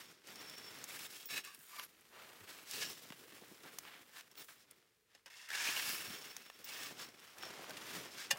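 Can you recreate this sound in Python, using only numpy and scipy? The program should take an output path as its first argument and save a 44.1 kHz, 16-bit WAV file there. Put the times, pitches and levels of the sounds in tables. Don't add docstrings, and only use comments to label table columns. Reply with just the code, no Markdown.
import sys
import numpy as np
from scipy import signal
from scipy.fft import rfft, irfft, next_fast_len
from scipy.io import wavfile
from scipy.ndimage import uniform_filter1d

SR = 44100
rng = np.random.default_rng(int(sys.argv[2]) if len(sys.argv) > 2 else 0)


def persist_wave(psi):
    counts = np.round(np.clip(psi, -1, 1) * 32767).astype(np.int16)
    wavfile.write(sys.argv[1], SR, np.atleast_2d(counts).T)


N = 369558
TIME = np.arange(N) / SR

# t/s, rise/s, hold/s, release/s, swish/dB, crunch of their edges/dB
SLAB_FALLS = [(.25, 0.17, 0.17, .4, -73, -63.5), (2.1, 0.058, 0.017, 0.61, -61.5, -59.5),
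              (3.63, 0.028, 0.035, 0.07, -62, -61), (3.82, 0.042, 0.094, 0.14, -74, -60),
              (4.14, 0.034, 0.014, 0.054, -68, -77), (5.5, 0.21, 0.033, .5, -79, -65),
              (6.65, 0.1, 0.059, 0.68, -63, -63), (7.33, 0.086, 0.35, 0.88, -57.5, -68),
              (8.31, 0.019, 0.044, 0.24, -58.5, -61.5)]
# f/Hz, level/dB, t60/s
SHAFT_MODES = [(3424, -6, 0.03), (5450, 3, 0.034), (5580, -3, 0.012)]
# f/Hz, level/dB, t60/s
SCOOP_MODES = [(546, -14.5, 0.13), (818, -14.5, 0.14), (706, -16, 0.09), (987, -18, 0.082),
               (1120, -16, .06), (1606, -12, 0.1), (1710, -5, 0.055), (1797, -1.5, 0.077), (1958, 1, 0.035),
               (2310, -13, .05), (2440, -7.5, 0.079), (2768, 0, .06), (2870, -5.5, 0.099),
               (2954, -13, 0.054), (3130, -19, 0.11), (3480, -10, 0.09), (3694, -9, 0.055),
               (4200, -12, .06), (4460, -8, 0.055), (4700, -12, 0.087), (5160, -3, 0.051), (5200, 1, 0.036),
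               (5340, -3, .035), (6380, -11, .05), (6560, -2, .035), (7327, -7, .035), (7820, -14, .04)]


def undb(db):
    return 10 ** (np.asarray(db) / 20)


def unit(x):
    return x / np.sqrt(np.mean(x ** 2))


def colour(x, curve, tilt_db=0):
    size = next_fast_len(len(x) + 512)
    octave = np.log2(np.maximum(np.fft.rfftfreq(size, 1 / SR), 1))
    hz, db = np.transpose(curve)
    from_pivot = np.maximum(octave - np.log2(3000), -3)
    gain = undb(np.interp(octave, np.log2(hz), db) + tilt_db * from_pivot)
    return irfft(rfft(x, size) * gain, size)[:len(x)]


def ring(x, modes):
    t = TIME[:SR // 6]
    response = 0
    for hz, db, t60 in modes:
        phase = 2 * np.pi * hz * t + rng.uniform(0, 2 * np.pi)
        response += undb(db) * np.exp(-np.log(1000) * t / t60) * np.sin(phase)
    return signal.fftconvolve(x, response / np.sqrt(np.sum(response ** 2)))[:len(x)]


def resonate(x, peaks):
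    out = 0
    for hz, width, db in peaks:
        b, a = signal.iirpeak(hz, hz / (1.5 * width), fs=SR)
        out += undb(db) * signal.lfilter(b, a, signal.lfilter(b, a, x))
    return out


def walk(rate):
    step = max(int(SR / rate), 2)
    held = np.repeat(rng.standard_normal(N // step + 1), step)
    return unit(uniform_filter1d(held, step)[:N])


def grains(rate, spread_db):
    chance = np.clip(rate / SR, 1e-4, 1)
    size = undb(spread_db * np.minimum(rng.exponential(size=N), 5))
    return unit((rng.random(N) < chance) * size * rng.choice([-1, 1], N) / np.sqrt(chance))


def burst(decay_s, rise_s):
    t = TIME[:SR // 6]
    envelope = np.minimum(t / rise_s, 1) * np.exp(-np.maximum(t - rise_s, 0) / decay_s)
    return rng.standard_normal(len(t)) * envelope


def gestures(table):
    power = np.zeros((len(table), N))
    for row, (start, rise_s, hold_s, release_s, *_) in enumerate(table):
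        span = slice(*np.searchsorted(TIME, [start, start + rise_s + hold_s + 3 * release_s]))
        t = TIME[span] - start
        fall = np.exp(-2 * np.log(10) * np.maximum(t - rise_s - hold_s, 0) / release_s)
        power[row, span] = np.minimum(t / rise_s, 1) ** 2 * fall
    return power, *np.transpose(table)[4:]


def together(power, db):
    return np.sqrt(undb(db) ** 2 @ power + 1e-18)


def add(out, start, x, peak_db):
    i = int(start * SR)
    out[i:i + len(x)] += (x * undb(peak_db) / np.max(np.abs(x)))[:N - i]


def sliding_snow(slip_db=0.76, catch_db=1.52, lurch_db=0.15, grain_rate=4200, ice_rate=1100):
    # t/s, rise/s, hold/s, release/s, crunch/dB, grit/dB, powder/dB,
    # scoop/dB (these three against the crunch), hardness/(dB per octave), clear ring against rasp/dB
    strokes = [(0, 0.00047, 0.01, 0.17, -59, -1, -0.5, -14, -2, -5),
               (.25, .034, 0.47, .2, -78, 7, -14, -18, -1, -6),
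               (.87, 0.016, 0.18, 0.043, -58, 0.5, 4, -3, 8, -3),
               (1.08, 0.031, 0.1, 0.12, -61, 3.5, 5, 9, 7, -3),
               (1.28, 0.029, 0.035, 0.03, -47, -7.5, -3.5, 7, 12, 9),
               (1.352, 0.012, 0.017, 0.034, -41.5, -8, -6, 9, 5, 17),
               (1.435, 0.0094, 0.041, 0.12, -54.5, -5, -3.5, 12, -8, 3),
               (1.63, .11, 0.1, 0.041, -59, -1.5, -4, -6, 8, 3),
               (2.46, 0.031, 0.0094, 0.25, -55.5, -3.5, -3, -9, -2, -5),
               (2.65, 0.078, 0.11, 0.26, -53, 4.5, 3.5, -4, 0, 3),
               (2.797, 0.021, 0.013, 0.045, -47, 2, -8, 3, 9, 2),
               (4.08, .1, 0.022, 0.061, -58.5, -3.5, -2, -4, -8, 1),
               (4.35, 0.038, 0.035, 0.03, -60.5, -0.5, 2, -3.5, 2, 0),
               (4.41, .025, 0.097, 0.074, -73.5, 4, 13, -7, 0, -6),
               (4.483, .006, 0.021, 0.11, -62.5, -3, -8, -14, -4, -6),
               (4.57, .025, 0.035, .04, -75.5, 6, 4, 6, 4, -2),
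               (5.08, 0.069, 0.0064, 0.097, -70.5, -3, -13, -10, -6, -6),
               (5.26, 0.0036, 0.019, .02, -61.5, -6, -16, 6, -3, -5),
               (5.297, .008, 0.2, .05, -68, 3, -4, -5, -2, -3), (5.35, .02, .13, .05, -69, 6, -5, -3, 1, 0),
               (5.49, 0.063, 0.12, 0.25, -44.5, 0, -7.5, 4, -9, -3),
               (5.58, 0.11, 0.13, 0.58, -44, -2.5, -1, 3, 8, -3),
               (5.7, 0.19, 0.062, 0.19, -56, -3, 11, -3, 2, 3),
               (6.63, 0.068, 0.17, 0.12, -52, -0.5, -4, 2, 7, -2),
               (6.975, 0.021, 0.037, 0.055, -53.5, 0.5, -4, -20, 1, -1),
               (7.4, .03, .033, 0.2, -54.5, -8, -18, -22, 4, -6),
               (7.78, 0.12, 0.069, 0.17, -51, -1.5, -3, -7, -12, -6),
               (8.1, .02, 0.011, 0.069, -60.5, 5, 2, 5, 5, 2),
               (8.16, 0.044, 0.033, .05, -51.5, 1.5, -5, -1, -7, 3)]
    # t/s, rise/s, hold/s, release/s, crump/dB, crumbs/dB, powder/dB
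    slides = [(0, 0.0009, 0.023, 0.61, -65.5, -65, -78), (.22, 0.073, 0.65, 0.8, -62.5, -58, -62),
              (1.29, 0.041, 0.059, 0.049, -62, -62, -59), (1.48, 0.2, 0.044, 0.23, -85, -69, -58.5),
              (1.7, 0.059, 0.49, 0.48, -74.5, -70.5, -71), (2.1, 0.16, 1.57, 0.87, -67.5, -64.5, -64.5),
              (2.68, 0.12, 0.035, 0.3, -56.5, -74, -70), (4.35, 0.032, 0.032, 0.049, -66.5, -68, -75),
              (4.2, 0.062, 0.52, 0.2, -76, -74, -80), (5.5, 0.26, 0.44, 0.5, -60.5, -55.5, -73),
              (6.54, 0.084, 0.052, .1, -67, -64, -65.5), (6.68, 0.15, 0.25, 0.22, -63, -63, -71),
              (7.05, 0.23, 0.11, 0.18, -71.5, -61.5, -66), (7.35, 0.1, 0.63, 0.8, -60.5, -57.5, -81),
              (7.8, 0.19, 0.025, 0.092, -54.5, -68, -74)]
    # f/Hz, level/dB
    crunch_eq = [(250, -31), (600, -7), (850, -4), (1300, 0.5), (2000, 0.5), (3000, -2), (4200, -7.5),
                 (6000, -18), (9000, -38), (16000, -45)]
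    grit_eq = [(1800, -22), (3200, 0.5), (4300, 1.5), (5300, 3), (6500, 0), (8000, -3.5), (10000, -9.5),
               (16000, -17)]
    powder_eq = [(4000, -41), (7000, -1), (9000, 0), (11000, 0), (14000, 0.5), (16000, 2)]
    crump_eq = [(40, -46), (70, -22), (105, -3.5), (170, -2), (260, 0), (340, 1), (430, 2), (530, -2.5),
                (700, -7.5), (1400, -22)]
    crumb_grit_db, press_db, press_limit_db = -3.5, -16.5, -67

    stroke, stroke_db, grit_db, powder_db, scoop_db, hardness_db, clear_db = gestures(strokes)
    slide, crump_db, crumbs_db, dust_db = gestures(slides)
    slab, _, edge_db = gestures(SLAB_FALLS)
    blade, crumbs = together(stroke, stroke_db), together(slide, crumbs_db)
    loose = np.hypot(crumbs, together(slab, edge_db))
    flow = (np.hypot(blade, loose) / undb(-57.5)) ** .6
    roughness = np.clip(flow ** -.25, .4, 1.1)
    judder_db = (slip_db * walk(420) + catch_db * walk(70)) * roughness
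    slips = unit(undb(judder_db + lurch_db * walk(35)))

    crust = unit(colour(grains(grain_rate * flow, spread_db=2.0), crunch_eq))
    scrape = grains(grain_rate * flow, spread_db=2.5) * slips
    hardness = (hardness_db * undb(stroke_db) ** 2) @ stroke / blade ** 2
    rasp, clear = scoop_rasp(scrape, hardness), scoop_ring(scrape)
    crust_db = stroke_db - 10 * np.log10(1 + undb(scoop_db) ** 2)
    rasp_db = crust_db + scoop_db - 10 * np.log10(1 + undb(clear_db) ** 2)
    ice = grains(6000 * flow, spread_db=2.5) * slips * undb(0.73 * walk(150))
    grit = blade_shimmer(colour(ice, grit_eq))
    crystals = grains(ice_rate * flow, spread_db=1.5) * np.clip(1.1 / flow ** .5, .1, 1)
    powder = blade_shimmer(colour((rng.standard_normal(N) + crystals) * slips, powder_eq))
    crump = unit(colour(grains(1600, spread_db=1.3) * slips, crump_eq))
    pressed = np.minimum(blade * undb(press_db), undb(press_limit_db))
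    return (crust * slips * np.hypot(together(stroke, crust_db), loose)
            + rasp * together(stroke, rasp_db)
            + clear * together(stroke, rasp_db + clear_db)
            + grit * np.hypot(together(stroke, stroke_db + grit_db), crumbs * undb(crumb_grit_db))
            + powder * np.hypot(together(stroke, stroke_db + powder_db), together(slide, dust_db))
            + crump * np.hypot(together(slide, crump_db), pressed))


def scoop_rasp(scrape, tilt_db, wander_db=2):
    # f/Hz, width/Hz, level/dB
    buried_peaks = [(957, 41, -11), (1650, 180, 1), (1800, 220, 1), (2314, 250, 1), (2706, 380, 1.5),
                    (3140, 570, -4.5), (4200, 650, -14), (5100, 470, -18), (6130, 500, -29)]
    out, power = 0, 0
    for hz, width, db in buried_peaks:
        gain = undb(db + tilt_db * np.log2(hz / 2500))
        out += resonate(scrape, [(hz, width, 0)]) * gain * undb(wander_db * walk(22))
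        power += gain ** 2 * width
    return unit(out / np.sqrt(power))


def scoop_ring(scrape, wander_db=3, wander_rate=7):
    # f/Hz, level/dB, t60/s
    pressed_modes = [(1285, -14, .035), (1750, -5.5, 0.056), (2237, 0.5, .02), (2573, 1, 0.037),
                     (2770, -1.5, 0.022), (3280, -13, .03), (3490, -5.5, 0.046), (3690, -5, 0.032),
                     (3880, -2.5, 0.034), (4650, -2, 0.038), (4950, -8.5, 0.034), (5400, -3.5, 0.038),
                     (6350, -9, .025), (7540, -10, 0.033), (8900, -7.5, 0.024), (11000, -13, 0.018)]
    out = 0
    for hz, db, t60 in pressed_modes:
        width = np.log(1000) / (np.pi * t60)
        mode = signal.lfilter(*signal.iirpeak(hz, hz / width, fs=SR), scrape)
        out += mode * undb(db + wander_db * walk(wander_rate)) / width
    return unit(out)


def blade_shimmer(x, tail_db=-8, decay_s=0.0058):
    out = x
    for _ in range(3):
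        tail = burst(decay_s, rise_s=0.00047)[:SR // 30]
        ringing = signal.oaconvolve(x, tail / np.sqrt(3 * np.sum(tail ** 2)))[:N]
        out = out + undb(tail_db) * ringing * np.clip(walk(2.49), -1, 1)
    return unit(out)


def shaft_rub(waver_db=3, drift_hz=32):
    # t/s, rise/s, hold/s, release/s, ring/dB, whistle/dB
    rubs = [(0, 0.0056, 0.027, 0.14, -62.5, -80), (.26, 0.066, 0.4, 0.45, -61, -77),
            (.47, 0.025, 0.015, 0.16, -56, -71), (1.2565, .001, .002, 0.04, -57, -45),
            (1.28, .03, 0.08, .2, -64, -75), (2.7, .13, .06, .1, -58, -72),
            (4.35, 0.036, 0.03, .08, -67, -62), (5.6, 0.23, .22, .65, -57, -63),
            (6.64, 0.004, .003, 0.027, -62, -49), (6.66, 0.036, 0.18, 0.051, -73, -63),
            (6.99, 0.015, 0.024, .06, -55, -62), (7.4, .03, .015, .06, -51.5, -68),
            (7.62, .08, .05, .25, -77, -80)]
    # f/Hz, width/Hz, level/dB
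    whistle_peaks = [(15150, 140, 0), (15500, 260, -7)]
    rub, ring_db, whistle_db = gestures(rubs)
    scratches = grains(1800, spread_db=2.2) * undb(waver_db * walk(40))
    drift = np.exp(2j * np.pi * drift_hz * np.cumsum(walk(120)) / SR)
    analytic = signal.hilbert(ring(scratches, SHAFT_MODES), next_fast_len(N))[:N]
    singing = unit(np.real(analytic * drift))
    whistle = unit(resonate(scratches, whistle_peaks))
    return singing * together(rub, ring_db) + whistle * together(rub, whistle_db)


def winter_air(level_db=-77):
    # f/Hz, level/dB
    air_eq = [(20, -23), (38, -23), (48, -3), (60, -14), (100, -7.5), (280, -16), (420, -3), (620, -17.5),
              (2000, -14), (8000, -20.5), (16000, -23.5)]
    return unit(colour(rng.standard_normal(N), air_eq)) * undb(level_db + walk(1.54))


def slab_swish():
    # f/Hz, level/dB
    swish_eq = [(200, -15), (450, -3.5), (650, 0), (900, -1.5), (1300, -5.5), (2000, -9), (4000, -19)]
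    slab, swish_db, _ = gestures(SLAB_FALLS)
    friction = grains(3000, spread_db=2.5) * undb(2 * walk(60))
    return unit(colour(friction, swish_eq)) * together(slab, swish_db)


def shaft_clicks(boost_db=4.0, decay_s=0.0024):
    # t/s, peak before the boost/dB, ring against tick/dB, f/Hz
    clicks = [(.2715, -46, -12, 5800), (.357, -44.5, -15, 5600), (0.479, -50, -10, 6500),
              (0.497, -44, -7, 5500), (0.581, -44.5, -1, 5500), (.788, -44.5, -15, 5600),
              (0.8406, -34.5, -15, 5700), (.9921, -40, -13, 5800), (1.257, -47, -12, 5800),
              (1.449, -42, -15, 7500), (1.547, -44, -26, 9700), (1.59, -51, -20, 10500),
              (2.009, -57, -24, 10000), (2.7112, -33.5, -20, 5000), (3.786, -34.5, -24, 5970),
              (4.314, -50.5, -15, 5500), (4.7105, -47.5, -22, 9000), (6.366, -35, -25, 5800),
              (6.6436, -42.5, -23, 5730), (7.6945, -44.5, -6, 5500)]
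    out = np.zeros(N)
    for start, db, ring_db, hz in clicks:
        tick_eq = [(500, -17), (2000, -6), (hz * 0.81, -2.5), (hz, 7.5), (hz * 1.33, 1.5), (16000, -3.5)]
        tick = colour(burst(decay_s, rise_s=0.00031), tick_eq)
        add(out, start, tick + undb(ring_db) * ring(tick, SHAFT_MODES), db + boost_db)
    return out


def crust_snaps(boost_db=4, ring_db=-19.0):
    # t/s, peak before the boost/dB, tilt/(dB per octave), decay/s
    snaps = [(.335, -55, -7, .003), (1.377, -35, 3.5, 0.0036), (1.7963, -34.5, 1.5, 0.0012),
             (3.051, -55, -5, 0.0046), (3.103, -43, 0, 0.0019), (3.122, -44.5, -1, 0.0056),
             (3.321, -52, 1, 0.007), (3.381, -54, 1, .005), (3.785, -46, 0, .002), (3.435, -53, -3, 0.0027),
             (3.8507, -46.5, -2.5, 0.0014), (4.169, -49, -1, .002), (4.209, -44, 3, 0.0022),
             (4.354, -51.5, 2, .0026), (5.302, -56, 5, .0026), (5.488, -44, 4, .006),
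             (6.3655, -42, 1, .0012), (6.4995, -42, 0, 0.002), (6.833, -37, 4, 0.0033),
             (6.909, -48, -14, 0.002), (7.2, -51, 4.5, .0026), (7.383, -45, 6, 0.0028),
             (7.426, -40, 4, 0.0018), (7.434, -33.5, -1, 0.0018), (7.453, -43, 3, 0.0022),
             (7.466, -48.5, -14, .0026), (7.592, -47.5, -14, 0.0046), (7.642, -45.5, -4, .003),
             (7.694, -45.5, -9, 0.0027), (7.707, -40.5, 1, 0.0029), (7.745, -49, -3, 0.0023),
             (7.769, -40, 3, 0.01)]
    snap_eq = [(60, -38), (200, -8.0), (600, 6.0), (1600, 10.5), (2800, 8.5), (6000, -2.0),
               (16000, -13.5)]
    out = np.zeros(N)
    for start, db, tilt_db, decay_s in snaps:
        snap = colour(burst(decay_s, rise_s=0.00054), snap_eq, tilt_db)
        add(out, start, snap + undb(ring_db) * ring(snap, SCOOP_MODES), db + boost_db)
    return out


def clod_crunches(rise_s=0.001, decay_s=0.0032, ring_db=-1, width_hz=380):
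    # t/s, peak/dB, length/s, scoop f/Hz
    clods = [(0.896, -40, 0.013, 2200), (.963, -40.5, 0.0093, 1800), (0.99, -39.5, .005, 2490),
             (1.004, -42, .004, 4700), (1.05, -41, 0.016, 3600), (1.134, -44, .004, 2500),
             (1.16, -45, .01, 3500), (1.197, -45, 0.021, 3380), (2.187, -47, 0.026, 1350),
             (2.74, -36, .006, 4200), (2.815, -38, .018, 2960), (2.896, -42, .008, 5300),
             (3.412, -51, .012, 750), (3.506, -54, .007, 1300), (3.636, -47, .012, 1400),
             (3.674, -47, .01, 1500), (3.914, -53, .006, 1300), (3.933, -47.5, .02, 2200),
             (3.99, -50, .005, 1000), (4.375, -46, 0.014, 4300), (4.416, -49, 0.011, 3600),
             (4.484, -45, .007, 1490), (5.5015, -31.5, 0.0036, 1690), (5.513, -34, 0.0041, 1730),
             (5.527, -34, 0.0094, 2320), (5.549, -28.5, .007, 1680), (5.604, -30.5, 0.0089, 2390),
             (5.648, -32, .009, 2500), (5.671, -26, 0.027, 2560), (5.762, -28, 0.013, 2750),
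             (5.793, -29.5, .008, 1974)]
    # f/Hz, level/dB
    crush_eq = [(200, -25), (700, -2), (1500, -1), (3000, 3), (5500, -5.5), (8000, -9), (16000, -19)]
    t, out = TIME[:SR // 12], np.zeros(N)
    fractures = grains(4000, spread_db=2.0)[:len(clods) * len(t)].reshape(len(clods), -1)
    for (start, db, length_s, hz), run in zip(clods, fractures):
        envelope = np.minimum(t / rise_s, 1) * np.exp(-np.maximum(t - length_s, 0) / decay_s)
        crush = colour(run * envelope, crush_eq)
        answer = resonate(crush, [(hz, width_hz, 0)])
        add(out, start, unit(crush) + undb(ring_db) * unit(answer), db)
    return out


def blade_squeaks():
    # t/s, rise/s, hold/s, release/s, level/dB, f/Hz, width/Hz
    squeaks = [(1.44, 0.023, 0.045, 0.053, -62.5, 1134, 70), (2.69, 0.04, 0.12, 0.11, -54.5, 2760, 260),
               (2.795, 0.02, 0.021, 0.045, -50, 1716, 80), (2.78, 0.021, 0.081, 0.044, -54, 5420, 170),
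               (3.2, 0.048, .012, 0.032, -62, 450, 50), (5.26, 0.0038, 0.022, 0.042, -70, 950, 100),
               (5.485, 0.015, 0.24, .2, -53.5, 1720, 340), (5.55, .12, .02, .14, -50.5, 2520, 260),
               (5.54, .04, .1, .15, -54, 6300, 250), (5.74, .08, .14, .2, -59, 11050, 420),
               (5.84, 0.045, .05, 0.065, -49, 5040, 601), (6.74, 0.025, 0.089, 0.12, -58.5, 1800, 108),
               (6.74, .05, 0.075, .06, -63, 1164, 60)]
    steps = grains(2500, spread_db=1.0)
    return sum(unit(resonate(steps, [(hz, width, 0)])) * np.sqrt(power) * undb(db)
               for power, db, hz, width in zip(*gestures(squeaks)))


def lump_thuds():
    # t/s, peak/dB, f/Hz, decay/s
    thuds = [(1.575, -63, 185, 0.02), (2.409, -57, 128, 0.014), (2.43, -79, 71, 0.028),
             (3.051, -56, 413, 0.0038), (3.103, -44.5, 218, 0.0015), (3.322, -59, 230, 0.0068),
             (3.418, -51, 300, 0.008), (3.509, -51.5, 282, 0.011), (3.635, -52, 292, 0.03),
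             (4.005, -62, 200, 0.0076), (5.151, -69, 300, 0.023), (5.681, -48, 270, 0.01),
             (5.87, -56, 200, 0.028), (6.07, -49, 199, 0.027), (6.91, -46.5, 310, 0.0045),
             (6.92, -47.5, 298, .004), (7.06, -64, 110, 0.022), (7.435, -55, 353, 0.011),
             (7.707, -52, 280, 0.011), (7.962, -50, 170, 0.021), (8.326, -50, 145, 0.01)]
    out = np.zeros(N)
    for start, db, hz, decay_s in thuds:
        band = signal.butter(2, [hz * 0.62, hz * 1.46], "band", fs=SR, output="sos")
        add(out, start, signal.sosfilt(band, burst(decay_s, rise_s=0.0026)), db)
    return out


def blade_skid():
    # t/s, rise/s, hold/s, release/s, rasp/dB, sizzle/dB
    skids = [(1.69, 0.057, 0.056, .05, -59, -68), (1.775, 0.014, 0.008, 0.044, -49, -56),
             (1.823, 0.0093, .014, 0.019, -67, -53)]
    # f/Hz, width/Hz, level/dB
    rasp_peaks = [(1016, 47, 1.5), (1180, 38, 3), (1810, 130, -7), (2250, 340, -7), (3290, 150, -15),
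                  (4640, 250, -10)]
    sizzle_peaks = [(11600, 900, 2), (12600, 1400, -3)]
    touch, rasp_db, sizzle_db = gestures(skids)
    chatter = grains(1700, spread_db=-1.0)
    return (unit(resonate(chatter, rasp_peaks)) * together(touch, rasp_db)
            + unit(resonate(chatter, sizzle_peaks)) * together(touch, sizzle_db))


def blade_knocks():
    # t/s, peak/dB, rise/s, crack decay/s, crack against ring/dB, ring tilt/(dB per octave),
    # share of the ring time that the snow leaves
    knocks = [(5.149, -45.5, 0.0021, .003, -5, -2, 0.62), (5.2596, -43.5, 0.00058, 0.0028, -6, 0, 0.48),
              (5.2625, -45.5, 0.00054, .003, -2, -4, 0.6), (8.303, -40, .002, 0.0031, -2, 2, .5),
              (8.306, -17.5, 0.0063, 0.008, -5, 1, 1), (8.37, -43, .002, 0.0044, 1, -1, .5)]
    crack_eq = [(80, -30), (300, -21), (700, -1.0), (1300, -7), (3000, -6.5), (7000, -0.5),
                (11000, -7.5), (16000, -11)]
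    out = np.zeros(N)
    for start, db, rise_s, decay_s, crack_db, tilt_db, ring_share in knocks:
        crack = colour(burst(decay_s, rise_s), crack_eq)
        modes = [(hz, mode_db + tilt_db * np.log2(hz / 2500), t60 * ring_share)
                 for hz, mode_db, t60 in SCOOP_MODES]
        attack = np.minimum(TIME[:len(crack)] / rise_s, 1)
        body = ring(signal.unit_impulse(len(crack)), modes) * attack
        add(out, start, unit(body) + undb(crack_db) * unit(crack), db)
    return out


def scoop_glide(chatter_db=2):
    # t/s, rise/s, hold/s, release/s, level/dB
    glides = [(5.295, .008, 0.2, .08, -61)]
    # f/Hz, width/Hz, level/dB
    glide_peaks = [(991, 41, -8), (1580, 110, -4), (1820, 120, 0), (2140, 90, 0), (2700, 120, 0),
                   (3400, 130, -5), (4440, 120, -12)]
    touch, db = gestures(glides)
    scratches = grains(3000, spread_db=-1.0) * undb(chatter_db * walk(120))
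    return unit(resonate(scratches, glide_peaks)) * together(touch, db)


def scene():
    scraping = sliding_snow() + clod_crunches() + slab_swish()
    rubbing = scoop_glide() + shaft_rub() + blade_skid() + blade_squeaks()
    hits = shaft_clicks() + crust_snaps() + lump_thuds() + blade_knocks()
    mono = scraping + rubbing + hits + winter_air()
    return np.array([mono, mono])


def record(dry):
    low_cut = signal.butter(3, 38, "high", fs=SR, output="sos")
    high_cut = signal.ellip(10, .2, 70, 15850, fs=SR, output="sos")
    return signal.sosfilt(high_cut, signal.sosfilt(low_cut, dry))


dry = scene()
out = record(dry)
persist_wave(out)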